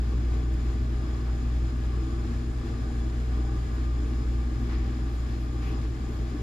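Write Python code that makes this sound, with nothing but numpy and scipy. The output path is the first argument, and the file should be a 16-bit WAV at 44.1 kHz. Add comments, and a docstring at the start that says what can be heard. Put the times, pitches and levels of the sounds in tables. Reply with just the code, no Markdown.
"""A deep, steady hum and a rush of air inside a train coach that stands still with its power on.
Motors and a transformer hum through the floor. The fan rumbles, hisses in the vents and whistles
thinly, and the inverter (the electronics that switch the power) whines faintly.
Clothes rustle now and then and twice scuff a seat, small panels tap faintly,
and near the end something knocks once on the wall."""
import sys
import numpy as np
from scipy import signal
from scipy.fft import rfft, irfft, next_fast_len
from scipy.io import wavfile

SR = 44100
rng = np.random.default_rng(int(sys.argv[2]) if len(sys.argv) > 2 else 0)


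def unload_wav(signal):
    """Save mono or channel-first audio to the path in sys.argv[1] as 16-bit WAV at rate SR, clipped to [-1, 1]."""
    wavfile.write(
        sys.argv[1],
        SR,
        np.round(np.clip(np.atleast_2d(signal).T, -1, 1) * 32767).astype(np.int16),
    )


N = 283122
T = np.arange(N) / SR
SIZE = next_fast_len(N, real=True)
HZ = np.fft.rfftfreq(SIZE, 1 / SR)


def motor():
    """The main motor's turning shaft hums: louder at first, then settling, with one brief dip."""
    # the overtone at four times the shaft's rate: (time [s], level [dB])
    overtone_levels = [(0, -47), (.6, -49.5), (.93, -46), (1.4, -45), (2.05, -47), (2.42, -44.5),
                       (2.62, -43), (2.82, -42), (3.35, -47.5), (4.4, -46), (4.68, -39.5), (5.05, -50.5),
                       (6.42, -45.5)]
    shaft_hz, steady_db, extra_db, settle_s = 59.25, -29.5, 4.4, 2.2
    dip_db = 3 * swell(3.7, half_s=0.13)
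    hum_db = steady_db + extra_db * np.exp(-T / settle_s) - dip_db
    hum = tone(shaft_hz, hum_db, wander_db=1.5, drift_rad=0.029, rate_hz=1.4)
    overtone_db = np.interp(T, *np.transpose(overtone_levels))
    overtone = tone(4 * shaft_hz, overtone_db, wander_db=0.4, drift_rad=0.15, rate_hz=1.6)
    return pan(0.31) * hum + pan(3.5) * overtone


def floor_hum():
    """Other motor shafts and the transformer add quieter low notes through the floor."""
    # the notes: (pitch [Hz], level [dB], left over right [dB], level waver [dB], phase waver [rad])
    notes = [(29.55, -47, 4, 1, 0.16), (76.5, -51, 3, 0, 0.24), (120.5, -39, 2, 0.14, 0.28)]
    return sum(pan(lean) * tone(hz, db, waver, drift, rate_hz=1.54)
               for hz, db, lean, waver, drift in notes)


def blower():
    """Swirling air from the fan makes a low rumble, passed on by the floor and walls."""
    # the rumble from low to high: (frequency [Hz], level before the treble cut [dB per Hz])
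    rumble = [(12, -66), (25, -69), (37, -60.5), (46, -55), (60, -55), (80, -58), (98, -58.5), (108, -56),
              (133, -66.6), (170, -64.5), (200, -69), (235, -63.5), (270, -63.5), (305, -66), (370, -71),
              (445, -70.5), (520, -91.5)]
    spectrum = gain_of(read(rumble, HZ)[0]) / (1 + (HZ / 650) ** 8)  # cut above 650 Hz
    return stereo_noise(spectrum) * gain_of(0.65 * wander(3.4))


def vents():
    """Air rushes from the vents, and the ducts ring with the fan's uneven whir."""
    # the rushing air from low to high: (frequency [Hz], level [dB per Hz])
    air = [(400, -78), (700, -81), (950, -85.5), (1600, -82), (1950, -87.5), (2300, -87), (2800, -90.5),
           (4600, -92.5), (5700, -97), (7500, -99), (9000, -107), (11700, -108.5), (13300, -117),
           (15000, -122)]
    # where the ducts and fan ring: (pitch [Hz], width [Hz], relative peak level [dB])
    duct_rings = [(292, 6.9, -63), (330, 18.3, -60), (624, 26, -78), (782, 41, -75.5), (1018, 34, -82.5),
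                  (1120, 28, -76.5), (1203, 45, -77.5), (1322, 21, -83.5), (1502, 29, -78.5),
                  (3386, 100, -90.5), (5090, 210, -92), (6830, 50, -89.5)]
    whir_db, flutter_db = 0.5, 1.57
    rush = stereo_noise(gain_of(read(air, HZ)[0])) * gain_of(0.67 * wander(16.0))
    # each ring adds a steep-sided hump of power around its pitch
    ring_power = sum(gain_of(db) ** 2 / (1 + ((HZ - hz) / (0.79 * width)) ** 2) ** 2
                     for hz, width, db in duct_rings)
    whir = stereo_noise(np.sqrt(ring_power)) * gain_of(whir_db + flutter_db * wander(9.0))
    return rush + whir


def knocks():
    """Blunt blows make panels ring: faint, higher, shorter taps on small ones, one knock on the wall."""
    # the blows: (time [s], relative level [dB], pitch [times the wall panel's])
    blows = [(2.614, -44, 3.9), (2.634, -43, 3.87), (2.902, -41, 2.57), (3.322, -46, 2.45), (6.344, -28, 1)]
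    # the wall panel's own notes: (pitch [Hz], relative level [dB], time to fade by 60 dB [s])
    panel_notes = [(302, 6, 0.083), (326, -13, 0.076), (695, -24, .03)]
    out = np.zeros(N)
    for start, level_db, pitch in blows:
        t = np.maximum(T - start, 0) * pitch  # a smaller panel does everything faster
        ring = sum(gain_of(db - 60 * t / fade) * np.sin(2 * np.pi * hz * t)
                   for hz, db, fade in panel_notes)
        soft_start = 1 - np.exp(-t / 0.0033)
        out += gain_of(level_db) * ring * soft_start
    return pan(2.0) * out


def scuffs():
    """Cloth slides over a seat: it catches, rubs with a rising rasp under a thin hiss, and lets go."""
    # the slides: (start [s], rise [s], hold [s], fade [s], level [dB],
    #              first pitch [Hz], last pitch [Hz], width [Hz])
    slides = [(4.689, 0.01, 0.037, 0.091, -48, 1300, 1950, 1700),
              (5.595, 0.043, 0.075, 0.033, -52, 2290, 2550, 1300)]
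    hiss_hz, hiss_db, flutter_db = 4400, -9.5, 1.0
    out = np.zeros((2, N))
    for start, rise, hold, fade, db, first_hz, last_hz, width in slides:
        t = T - start
        shape = np.clip(t / rise, 0, 1) * np.exp(-np.maximum(t - rise - hold, 0) / fade)
        hz = np.interp(t, [0, rise + hold + fade], [first_hz, last_hz])
        rasp = evened(resonate(stereo_noise(1), hz, width))
        grip = gain_of(db + flutter_db * wander(40.0))
        hiss = gain_of(hiss_db) * friction(hiss_hz)
        out += shape * grip * (rasp + hiss)
    return out


def clothes():
    """Each rustle is a soft swell of fibres rubbing and catching unevenly."""
    # strokes of cloth: (time of the peak [s], length [s], level [dB], middle frequency [Hz])
    strokes = [(.54, .035, -73, 12000), (1.292, 0.025, -47.5, 1080), (3.332, 0.029, -52, 1000),
               (3.375, 0.037, -54, 1250), (3.748, 0.03, -71, 11500), (3.776, 0.067, -51.5, 1220),
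               (4.62, .1, -76, 12500), (4.72, 0.03, -48, 850), (5.15, .16, -74, 12000),
               (5.43, .07, -70, 10500), (5.673, 0.09, -70, 11200), (5.845, .03, -53, 700),
               (6.14, .1, -73.5, 11500)]
    out = np.zeros((2, N))
    for peak_s, length, db, hz in strokes:
        grip = gain_of(db + wander(27.92))
        out += swell(peak_s, length / np.sqrt(2)) * grip * friction(hz)
    return out


def whistle():
    """The fan blades sing one thin, unsteady note that drops away and returns about halfway through."""
    # how loud the note is: (time [s], level [dB])
    levels = [(0, -64), (2.8, -65.5), (3.22, -84), (3.38, -55.5), (4.2, -62), (5.3, -64), (5.6, -56.5),
              (5.8, -64), (6.42, -72)]
    db = np.interp(T, *np.transpose(levels))
    return pan(1.4) * tone(1199, db, wander_db=3.5, drift_rad=1.0, rate_hz=10.0, lead_rad=-1.87)


def inverter():
    """Fast electrical switching makes faint, high tones that each flutter and swell once together."""
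    # the tones: (pitch [Hz], relative level [dB], left over right [dB], left side's lead [rad])
    switching_tones = [(1684.5, -66.2, 4, .6), (4979, -79.5, 7, .6), (5054, -76.5, 3, 0), (5098, -81, 6, 0),
                       (6739, -81, -4, -1), (6858, -71, 5, -1.4), (6982, -81, -1, -2), (7100, -76, -3, -2),
                       (7219, -75, -1, -1.9), (7342, -79, -1, -2.3), (7703, -80, 0, -2.9),
                       (7821, -77, 0, -3), (7940, -73, 0, -3.1), (8182, -78, 0, -3.1), (8301, -77, 0, -3.1),
                       (8424, -78, 0, -3.1), (8543, -79, 0, -3.1), (9146, -80, 0, 2.4), (9388, -80, 0, 2.2)]
    rest_db, rise_db = -1.2, 2
    whine = sum(pan(lean) * tone(hz, db, wander_db=2.3, drift_rad=0.9, rate_hz=9.0, lead_rad=lead)
                for hz, db, lean, lead in switching_tones)
    return gain_of(rest_db + rise_db * swell(2.9, half_s=1.5)) * whine


def friction(hz):
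    """Rubbing fibres hiss in a band around hz; the higher it lies, the fewer octaves it spans."""
    octaves = 0.52 * (hz / 1000) ** -0.28
    band = np.exp(-0.5 * (np.log2((HZ + 1) / hz) / octaves) ** 2)
    return evened(stereo_noise(band))


def stereo_noise(spectrum):
    """Noise with the given strength at each frequency, partly alike in left and right."""
    # how alike the hiss is in left and right, and which side leads:
    # (frequency [Hz], likeness [0-1], left side's lead [rad])
    likeness = [(101, 0.99, 0), (252, 1, 0.33), (432, 0.8, 0), (625, 0.38, 0.78), (975, 0.32, 0),
                (1552, 0.6, -3), (1890, 0.48, .5), (4500, 0.44, 1.04), (5700, 0.34, -2),
                (7030, 0.33, -1.05), (8180, 1, -3), (9100, 1, -2), (10160, 0, -4.5), (10600, 1, -5.5)]
    # which side is louder: (frequency [Hz], left over right [dB])
    balance = [(60, 1), (150, 3.5), (340, 1.5), (530, 6), (760, 1), (870, 0.5), (1050, 3), (1500, -3),
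               (1900, 5), (3000, 3.5), (4500, 9), (5800, 6.5), (7600, -1)]
    left, other = rfft(rng.standard_normal((2, SIZE)))
    alike, lead = read(likeness, HZ)
    alike = np.clip(alike, 0, 1)
    right = (alike * left + np.sqrt(1 - alike ** 2) * other) * np.exp(-1j * lead)
    shaped = np.array([left, right]) * pan(read(balance, HZ)[0]) * spectrum
    return irfft(shaped, SIZE)[:, :N] * np.sqrt(SR / 2)


def tone(hz, db, wander_db, drift_rad, rate_hz, lead_rad=0):
    """A pure note, left and right, whose level and phase (its place in the cycle) waver."""
    phase = 2 * np.pi * (hz * T + rng.random()) + drift_rad * wander(rate_hz)
    level = np.sqrt(2) * gain_of(db + wander_db * wander(rate_hz))
    return level * np.sin([phase, phase - lead_rad])


def resonate(x, hz, width):
    """Keeps the part of a sound that lies near the moving pitch hz."""
    turn = np.exp(2j * np.pi * np.cumsum(hz) / SR)
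    decay = np.exp(-np.pi * abs(width) / SR)
    # shift that pitch down to zero, smooth twice, then shift it back up
    smoothed = signal.lfilter([(1 - decay) ** 2], [1, -2 * decay, decay ** 2], x / turn)
    return (turn * smoothed).real


def wander(rate_hz):
    """A random curve of typical size 1, made of waves no faster than rate_hz."""
    t = np.linspace(0, T[-1], num=400)
    rates = rate_hz * np.geomspace(1 / 8, 1, num=16)
    waves = sum(np.sin(2 * np.pi * (f * t + rng.random())) / np.sqrt(f) for f in rates)
    return np.interp(T, t, evened(waves - waves.mean()))


def swell(peak_s, half_s):
    """A smooth bump of height 1 around the time peak_s."""
    return np.exp(-((T - peak_s) / half_s) ** 2)


def pan(lean_db):
    """Left and right gains that make the left louder by lean_db and keep the total power."""
    pair = gain_of(np.array([lean_db, -lean_db]) / 2).reshape(2, -1)
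    return pair / np.sqrt(np.mean(pair ** 2, axis=0))


def read(points, hz):
    """Fills in a table's columns between its frequencies, with octaves evenly spaced."""
    known_hz, *columns = np.transpose(points)
    return [np.interp(np.log(hz + 1), np.log(known_hz + 1), column) for column in columns]


def gain_of(db):
    """Turns decibels into a number to multiply by."""
    return 10 ** (np.asarray(db) / 20)


def evened(x):
    """Scales a signal so that its typical size (root mean square) is 1."""
    return x / np.sqrt(np.mean(x ** 2) + 1e-20)


def scene():
    """Everything heard from a seat in the coach."""
    steady = motor() + floor_hum() + inverter() + blower() + vents() + whistle()
    return steady + clothes() + scuffs() + knocks()


def record(dry):
    """Cuts away the very highest treble."""
    cutoff_hz = 14450
    treble_cut = signal.firwin(511, cutoff_hz, window=("kaiser", 9), fs=SR)
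    return signal.oaconvolve(dry, treble_cut[None], "same")


dry = scene()
out = record(dry)
unload_wav(out)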